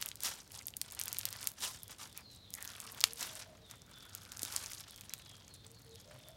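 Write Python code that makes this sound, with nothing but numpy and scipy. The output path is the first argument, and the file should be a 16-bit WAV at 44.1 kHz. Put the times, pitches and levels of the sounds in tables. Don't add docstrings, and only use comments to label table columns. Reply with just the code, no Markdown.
import sys
import numpy as np
from scipy import signal
from scipy.fft import rfft, irfft
from scipy.io import wavfile
from scipy.ndimage import uniform_filter1d

SR = 44100
rng = np.random.default_rng(int(sys.argv[2]) if len(sys.argv) > 2 else 0)


def inscribe(sig):
    pcm = np.round(np.clip(np.atleast_2d(sig).T, -1, 1) * 32767)
    wavfile.write(sys.argv[1], SR, pcm.astype(np.int16))


N = 280476

EDGE_HZ = 16300
LEAD_S = .0012
REST_DB = -79
USUAL_DB = -55


def gain_of(db):
    return 10 ** (np.asarray(db) / 20)


def evened(x):
    return x / np.sqrt(np.mean(x ** 2) + 1e-20)


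def read(points, hz):
    f, value = np.transpose(points)
    return np.interp(np.log(hz + 1), np.log(f), value)


def add(mix, s, sound):
    part = mix[max(round(s * SR), 0):][:len(sound)]
    part += sound[:len(part)]


def coloured(x, points):
    gain = gain_of(read(points, np.fft.rfftfreq(N, 1 / SR)))
    return irfft(rfft(x) * gain, N)


def lowpassed(x, hz):
    return signal.sosfilt(signal.butter(2, hz, fs=SR, output="sos"), x)


def resonance(f, hz, q):
    damping = 1j * f * hz / q
    return damping / (hz ** 2 - f ** 2 + damping)


def resonate(x, hz, width_hz):
    turn = np.exp(2j * np.pi * np.cumsum(hz) / SR)
    r = np.exp(-np.pi * width_hz / SR)
    smooth = signal.lfilter([1], np.poly([r, r]), x / turn)
    return (turn * smooth).real


def glides(rows, width_hz, pure, per_s, bend=1):
    out, pure = np.zeros(N), np.clip(pure, 0, 1)
    for s, length, first_hz, last_hz, db in rows:
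        n = int(length * SR)
        hz = first_hz * (last_hz / first_hz) ** np.linspace(0, 1, n) ** bend
        impulses = (rng.standard_normal(2 * SR) * (rng.random(2 * SR) < per_s / SR))[:n]
        tone = evened(np.sin(2 * np.pi * np.cumsum(hz) / SR))
        rough = evened(resonate(impulses, hz, width_hz))
        note = pure * tone + (1 - pure) * rough
        add(out, s, gain_of(db) * evened(note * signal.windows.tukey(n, .5)))
    return out


def echoes(t60, start_s, length_s):
    t = np.arange(int(length_s * SR)) / SR
    taps = rng.choice([-1., 1.], len(t)) * (rng.random(len(t)) < .1)
    hz, age, z = signal.stft(taps, SR, nperseg=256)
    fade = gain_of(-60 * age / read(t60, hz)[:, None])
    tail = signal.istft(z * fade, SR, nperseg=256)[1][:len(t)]
    tail *= t > start_s
    return tail / np.linalg.norm(tail)


def from_afar(x, t60, direct_db):
    return gain_of(direct_db) * x + signal.oaconvolve(x, echoes([(1000, t60)], 0, 1))[:N]


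def room_tone(air_db=-62.5):
    # (frequency [Hz], relative level [dB])
    air_colour = [(20, -63), (38, -6.5), (70, 1), (110, -0.5), (200, -4), (360, -11.5), (600, -13),
                  (1300, -20), (2500, -23.5), (4200, -20.5), (8000, -28.5), (16000, -32.5)]
    # (frequency [Hz], width of the resonance, which is applied twice [Hz], level [dB])
    hums = [(100.6, 4.7, -69), (123.6, 8.5, -75.5)]
    f = np.fft.rfftfreq(N, 1 / SR)
    out = gain_of(air_db) * evened(coloured(rng.standard_normal(N), air_colour))
    for hz, width, db in hums:
        hum = irfft(rfft(rng.standard_normal(N)) * resonance(f, hz, hz / width) ** 2, N)
        out += gain_of(db) * evened(hum)
    return out


def far_drone():
    # (time [s], length [s], first pitch [Hz], last pitch [Hz], level [dB])
    swells = [(5.4, 1.08, 116, 125.1, -67.5)]
    return glides(swells, width_hz=30, pure=.3, per_s=5000)


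def coos(clear_hz=470, hoarse_hz=570, flutter_hz=62, swing_hz=48, jitter=0.22, size=300):
    # (time [s], length [s], first pitch [Hz], last pitch [Hz], level before the yard [dB])
    coo_notes = [(2.83, 0.1, 446, 464, -77), (3.02, .21, 440, 478, -70.5), (3.25, 0.15, 622, 631, -65),
                 (3.45, 0.11, 675, 585, -64.5), (3.56, .16, 458, 437, -79), (5.62, 0.15, 432, 476, -76),
                 (5.84, 0.14, 446.7, 464, -68.5), (6.03, 0.14, 565, 622, -63), (6.25, 0.1, 610, 665, -63.5)]
    out = np.zeros(N)
    for s, length, first_hz, last_hz, db in coo_notes:
        n = int(length * SR)
        hoarse = np.interp(first_hz, [clear_hz, hoarse_hz], [0, 1])
        unsteady = evened(uniform_filter1d(rng.standard_normal(SR), size))[:n]
        flutter = np.sin(2 * np.pi * np.cumsum(flutter_hz * (1 + jitter * unsteady)) / SR)
        hz = np.geomspace(first_hz, last_hz, n)
        hz = hz + hoarse * swing_hz * flutter + swing_hz * jitter * unsteady
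        note = np.sin(2 * np.pi * np.cumsum(hz) / SR) * signal.windows.tukey(n, .5)
        add(out, s, gain_of(db) * evened(note))
    return out


def whistles():
    # (time [s], length [s], first pitch [Hz], last pitch [Hz], level before the yard [dB])
    whistle_notes = [(1.79, 0.089, 3570, 3310, -67.5), (2.07, .07, 3760, 3420, -68),
                     (2.19, 0.043, 5200, 4700, -71), (2.21, .19, 4600, 3760, -64),
                     (2.40, 0.1, 4780, 3230, -65), (3.60, 0.16, 4040, 3360, -65.5),
                     (3.90, .19, 3540, 3450, -63.5), (4.87, .11, 4100, 3050, -67.5),
                     (5.09, 0.13, 4140, 3820, -66.5), (5.21, .17, 3665, 3150, -65),
                     (5.48, .09, 4530, 4010, -66), (5.52, 0.12, 3800, 3510, -70),
                     (5.72, 0.08, 4750, 4120, -68), (5.885, .12, 4790, 3120, -68),
                     (6.15, .18, 3840, 3365, -67.5)]
    delay_s, db = 0.052, -11.5
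    song = glides(whistle_notes, width_hz=560, pure=.52, per_s=5000, bend=.65)
    out = song.copy()
    add(out, delay_s, gain_of(db) * song)
    return out


def squelches():
    # (time [s], length [s], first pitch [Hz], last pitch [Hz], level [dB])
    folds = [(.52, 0.099, 855, 980, -67), (1.61, 0.12, 1150, 1060, -60.5), (1.61, 0.066, 3630, 2700, -51),
             (1.98, .08, 1190, 1030, -63.5), (2.15, 0.064, 2500, 2430, -62.5),
             (2.52, 0.22, 2180, 1430, -60.5), (2.68, 0.37, 1400, 980, -65.5), (3.75, 1.04, 1380, 1520, -68)]
    return glides(folds, width_hz=390, pure=0, per_s=420)


def burst(hz, q, low_hz, size=1024):
    f = np.fft.rfftfreq(size, 1 / SR)
    bass_loss = (1j * f / (low_hz + 1j * f)) ** 2
    treble_loss = 1 + 1j * (f / EDGE_HZ) ** 20
    ring = irfft(resonance(f, hz, max(q, .3)) * bass_loss / treble_loss)
    return np.roll(ring, 8) / np.linalg.norm(ring)


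def off_hands(sound, scatter_db=-12, delay_s=0.0006, fade_s=0.0032, size=400):
    t = np.arange(size) / SR
    scatter = evened(rng.standard_normal(size) * np.exp(-t / fade_s) * (t > delay_s))
    path = scatter * gain_of(scatter_db) / np.sqrt(size)
    path[0] = 1
    return signal.fftconvolve(sound, path)


def summed(moves):
    shapes, fine, deep = zip(*moves)
    power = gain_of([fine, deep]) ** 2 @ gain_of(np.maximum(shapes, -100)) ** 2
    return 10 * np.log10(power)


def pressing(grip_db_per_s=171, let_go_db_per_s=259, stretch_deep_db=-5):
    # (time of full grip [s], hold [s], fine crackle [dB], deep pockets [dB])
    squeezes = [(0.0, 0.084, -54, -58), (0.55, 0.06, -55, -62.5), (.85, .1, -60, -63.5),
                (0.976, .51, -54.5, -56), (2.59, 0.53, -57, -59.5)]
    # (time [s], fine crackle [dB])
    stretch = [(3.551, -73), (3.852, -71.5), (3.913, -63), (4.33, -65), (4.41, -54), (4.551, -47),
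               (4.79, -54.5), (4.852, -60.5), (5.351, -62), (5.449, -68), (6.36, -67)]
    t = np.arange(N) / SR
    pull_s, pull_db = np.transpose(stretch)
    pull = np.interp(t, pull_s, pull_db, left=-np.inf)
    moves = [(np.zeros(N), REST_DB, -np.inf), (pull, 0, stretch_deep_db)]
    for s, hold, fine, deep in squeezes:
        closing = grip_db_per_s * (t - s)
        opening = let_go_db_per_s * (s + hold - t)
        moves.append((np.minimum(np.minimum(closing, opening), 0), fine, deep))
    return summed(moves)


def peeling(rise_db_per_s=385, hold_s=0.0092):
    peels = [(0.262, -37, -45, 195), (0.393, -56.5, -61, 225), (1.636, -40.5, -50, 120.5),
             (1.921, -56.5, -60, 402), (2.025, -48.5, -56.5, 229), (2.171, -57.5, -58.5, 300),
             (2.335, -62, -88, 152), (3.195, -47.5, -65, 203), (3.224, -45, -48.5, 90),
             (3.391, -56.5, -59, 125), (3.71, -62, -63, 206), (4.15, -58, -64, 114),
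             (4.325, -58, -63, 247.5), (6.116, -62.5, -60.5, 131)]
    t = np.arange(N) / SR
    moves = []
    for s, fine, deep, dying in peels:
        rising = rise_db_per_s * (t - s + hold_s)
        falling = dying * (s + hold_s - t)
        moves.append((np.minimum(np.minimum(rising, falling), 0), fine, deep))
    return summed(moves)


def crackle(work_db, pockets_db, per_s, spread_db, clump_db, scatter_db, fine_db, deep_db,
            thickening=1.05, dull_hz=8000, dulling=0.26, split_hz=3200, soft_db=-1, soft_s=0.003,
            count=40, size=180):
    # (frequency [Hz], relative level [dB])
    crackle_colour = [(100, -20), (220, 9.5), (550, -3.5), (950, 0.5), (1450, 0.5), (2000, -4.5),
                      (2650, -6.5), (3000, -4), (5600, -4), (11500, -10), (16000, -17)]
    grain_q = .8, 6
    rate = per_s * gain_of(thickening * (np.maximum(work_db, REST_DB) - USUAL_DB))
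    avalanche = np.cumsum(rng.random(N) < 1 / size)
    size_db = clump_db * np.clip(rng.standard_normal(N), -2, 2)[avalanche]
    size_db += spread_db * np.minimum(rng.exponential(1, N), 3)
    happens = rng.choice([-1, 1], N) * (rng.random(N) < rate / SR)
    breaks = gain_of(size_db) * happens / np.sqrt(np.minimum(rate, SR))
    kind = rng.integers(0, count, N)
    grains = np.zeros(N)
    for k, hz in enumerate(np.geomspace(900, 15000, count)):
        sharpness = np.exp(rng.uniform(*np.log(grain_q)))
        sharpness *= min(1, hz / split_hz)
        grain = off_hands(burst(hz, sharpness, 117), scatter_db=scatter_db) * np.sqrt(hz)
        grains += signal.oaconvolve(breaks * (kind == k), grain)[:N]
    grains = coloured(grains, crackle_colour)
    low = signal.sosfilt(signal.butter(3, split_hz, "low", fs=SR, output="sos"), grains)
    high = signal.sosfilt(signal.butter(3, split_hz, "high", fs=SR, output="sos"), grains)
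    oozing = np.sqrt(signal.lfilter([1], [1, -np.exp(-1 / (soft_s * SR))], low ** 2))
    wet_band = signal.butter(2, [560, split_hz], "band", fs=SR, output="sos")
    wet = signal.sosfilt(wet_band, oozing * rng.standard_normal(N))
    deep = evened(evened(low) + gain_of(soft_db) * evened(wet))
    body = signal.sosfiltfilt(signal.butter(2, min(dull_hz, EDGE_HZ), fs=SR, output="sos"), high)
    top_gain = gain_of(dulling * np.clip(work_db - USUAL_DB, -20, 0))
    fine = (body + (high - body) * top_gain) / np.std(high)
    return gain_of(work_db + fine_db) * fine + gain_of(pockets_db + deep_db) * deep


def zips(q=0.7, low_hz=2000):
    # (time [s], energy before scattering off the hands [dB], pitch [Hz], length [s])
    patches = [(.5185, -26, 7440, 0.0031), (.767, -14.5, 10700, 0.0047), (1.908, -25.5, 6000, 0.012),
               (2.1755, -18.5, 10000, .002), (2.539, -14.5, 6900, 0.0016), (3.227, -11.5, 3520, 0.0081)]
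    out = np.zeros(N)
    for s, db, hz, length in patches:
        fade = np.linspace(1, 0, int(length * SR))
        threads = fade * rng.standard_normal(SR)[:len(fade)]
        snaps = signal.fftconvolve(threads, burst(hz, q, low_hz))
        add(out, s, gain_of(db) * off_hands(snaps / np.linalg.norm(snaps)))
    return out


def pop(hz, q, low_hz=1200, rip_db=-5, top_ratio=2.16, lead_db=-19):
    ripped = off_hands(burst(hz, q, low_hz), scatter_db=rip_db, delay_s=0, fade_s=0.00018)
    ripped = lowpassed(ripped, min(top_ratio * hz, .45 * SR))
    growing = np.linspace(0, 1, round(LEAD_S * SR))
    tear = np.diff(growing * rng.standard_normal(len(growing)), prepend=0)
    lead = gain_of(lead_db) * evened(tear) / np.sqrt(len(tear))
    whole = np.concatenate([lead, ripped / np.linalg.norm(ripped)])
    return off_hands(whole, scatter_db=-11, fade_s=0.0017)


def faint_pops(work_db, per_s=40, thickening=.7, level_db=-28, growth=0.98, spread_db=0.5,
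               middle_hz=5600, spread_octaves=0.65, usual_q=3.2, count=200):
    pressure_db = np.minimum(work_db - USUAL_DB, 0)
    strain = np.cumsum(per_s * gain_of(thickening * pressure_db)) / SR
    wait, strength, pitch, ring = rng.uniform(-1.1, 1, (count, 4)).T
    out = np.zeros(N)
    for k, at in enumerate(np.searchsorted(strain, np.arange(count) + 1 + wait)):
        if at < N:
            db = level_db + growth * pressure_db[at] + 2 * spread_db * strength[k]
            hz = middle_hz * 2 ** (2 * spread_octaves * pitch[k])
            add(out, at / SR, gain_of(db) * pop(hz, usual_q * np.exp(ring[k])))
    return out


def pops(thud_q=2):
    # (time [s], energy before the last scattering [dB], pitch of the cavity [Hz],
    #  sharpness of its ring [Q], at least 0.3 in burst())
    pockets = [(0.014, -16, 9000, 0.26), (0.0203, -21.5, 3720, 0.88), (.025, -11, 4740, .17),
               (0.0602, -13.5, 13400, .73), (.088, -17, 6060, 3.2), (0.1154, -20.5, 3520, 1.9),
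               (.1565, -23.5, 12100, .26), (0.2054, -22, 7200, 0.97), (0.235, -11.5, 10500, 0.55),
               (0.4772, -35, 7000, 1.4), (0.5915, -26.5, 6900, 2.1), (.6696, -14, 12200, 7.4),
               (0.656, -29, 6800, 8), (.683, -18, 6600, 0.97), (0.705, -32, 7100, 4),
               (.7384, -25, 2850, 10), (.8152, -9, 7500, 0.61), (.9107, -26, 7260, 2.2),
               (0.922, -22.5, 7500, 0.8), (0.9496, -23, 9800, 1.7), (0.9915, -16.5, 5500, 0.65),
               (0.9976, -14, 12170, 2.8), (1.0137, -11, 5500, 1.2), (1.037, -17, 7400, 0.95),
               (1.057, -18, 12400, 2.2), (1.081, -14, 5900, 0.24), (1.1287, -12, 9200, 1.2),
               (1.146, -23, 6000, .8), (1.1683, -19.5, 3240, 0.68), (1.186, -9.5, 12300, 2.2),
               (1.1916, -16.5, 9300, .71), (1.2122, -20, 4600, 2.7), (1.2327, -23, 4400, 1.5),
               (1.2543, -7, 8850, 0.81), (1.2886, -20, 5960, 0.89), (1.3278, -17.5, 9700, 0.4),
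               (1.3615, -24.5, 4500, 5.5), (1.4292, -19, 5330, 1.2), (1.442, -25, 11000, 1),
               (1.4724, -5.5, 11500, 0.37), (1.488, -25, 8500, .91), (1.5171, -26.5, 14000, 0.55),
               (1.833, -20.5, 12600, 1.1), (1.88, -27.5, 9700, 0.87), (2.1276, -32, 6740, 2.4),
               (2.505, -28, 8460, 1.8), (2.534, -33, 8000, 0.92), (2.5511, -19.5, 8800, 3.6),
               (2.6259, -18, 10120, 4.2), (2.6502, -20.5, 12000, 0.71), (2.6762, -19.5, 6530, 3.4),
               (2.7028, -25.5, 5700, .5), (2.8021, -18.5, 7560, 2.7), (2.9207, -24, 13900, 2.4),
               (3.006, -13.5, 7000, 0.25), (3.012, -11.5, 4600, 2.4), (3.0398, 5, 4850, 0.57),
               (3.042, -13, 9000, 0.35), (3.1335, -19, 10800, 1.9), (3.2095, -15.5, 6600, 3.7),
               (3.354, -22, 8100, 2), (3.712, -23.5, 5300, 0.71), (3.8189, -31, 5860, 1.48),
               (4.1503, -17, 11500, 0.45), (4.2519, -29.5, 5040, 1.1), (4.3194, -21, 6040, 0.87),
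               (4.371, -22, 6200, 1.5), (4.394, -19.5, 6550, 1.4), (4.4197, -18, 9000, 1.1),
               (4.432, -10, 7800, 1.6), (4.451, -16.5, 8700, 0.86), (4.5245, -19, 6100, 2.1),
               (4.5631, -6.5, 5950, 1.6), (4.661, -17.5, 5700, 2.5), (4.7337, -19.5, 5800, 3.2),
               (4.9087, -29, 9000, 2.1), (4.961, -28, 7400, 0.64), (5.01, -24, 8870, 0.65),
               (5.095, -23.5, 5900, 5.8), (5.1368, -13, 6960, 0.2), (5.4805, -31.5, 6400, 4.5),
               (5.666, -29.5, 8200, 6.7), (5.716, -34, 8350, 6.5), (5.9574, -30.5, 5310, 0.73),
               (6.2858, -29.5, 11900, 0.97)]
    # (time [s], energy [dB], pitch [Hz])
    thuds = [(3.04, -30, 250), (3.0398, -8.5, 1330), (4.432, -23, 283)]
    out = np.zeros(N)
    for s, db, hz, q in pockets:
        add(out, s - LEAD_S, gain_of(db) * pop(hz, q))
    for s, db, hz in thuds:
        add(out, s, gain_of(db) * burst(hz, thud_q, hz / 2))
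    return out


def scene(room_db=-16.5):
    # (frequency [Hz], time to fall by 60 dB [s])
    room_ring = [(300, 0.28), (2000, 0.088), (6000, 0.13), (10000, 0.17), (15000, 0.12)]
    work_db, pockets_db = pressing()
    crunch = crackle(work_db, pockets_db, per_s=750, spread_db=3.5, clump_db=2.5, scatter_db=0.5,
                     fine_db=0.0, deep_db=0.0)
    fizz = crackle(*peeling(), per_s=1300, spread_db=4.5, clump_db=2.6, scatter_db=-1.0,
                   fine_db=0.5, deep_db=1.0)
    slime = pops() + zips() + faint_pops(work_db) + crunch + fizz + squelches()
    reflections = echoes(room_ring, start_s=0.0034, length_s=.5)
    room = gain_of(room_db) * signal.oaconvolve(slime, reflections)[:N]
    songbird = from_afar(whistles(), t60=.7, direct_db=-2)
    dove = from_afar(coos(), t60=.4, direct_db=-2)
    return (slime + room + songbird + dove + far_drone() + room_tone())[None]


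def record(dry):
    rounded = dry / (1 + (dry / .85) ** 6) ** (1 / 6)
    treble_end = signal.firwin(201, EDGE_HZ, window=("kaiser", 8), fs=SR)
    return signal.oaconvolve(rounded, treble_end[None], "same")


dry = scene()
out = record(dry)
inscribe(out)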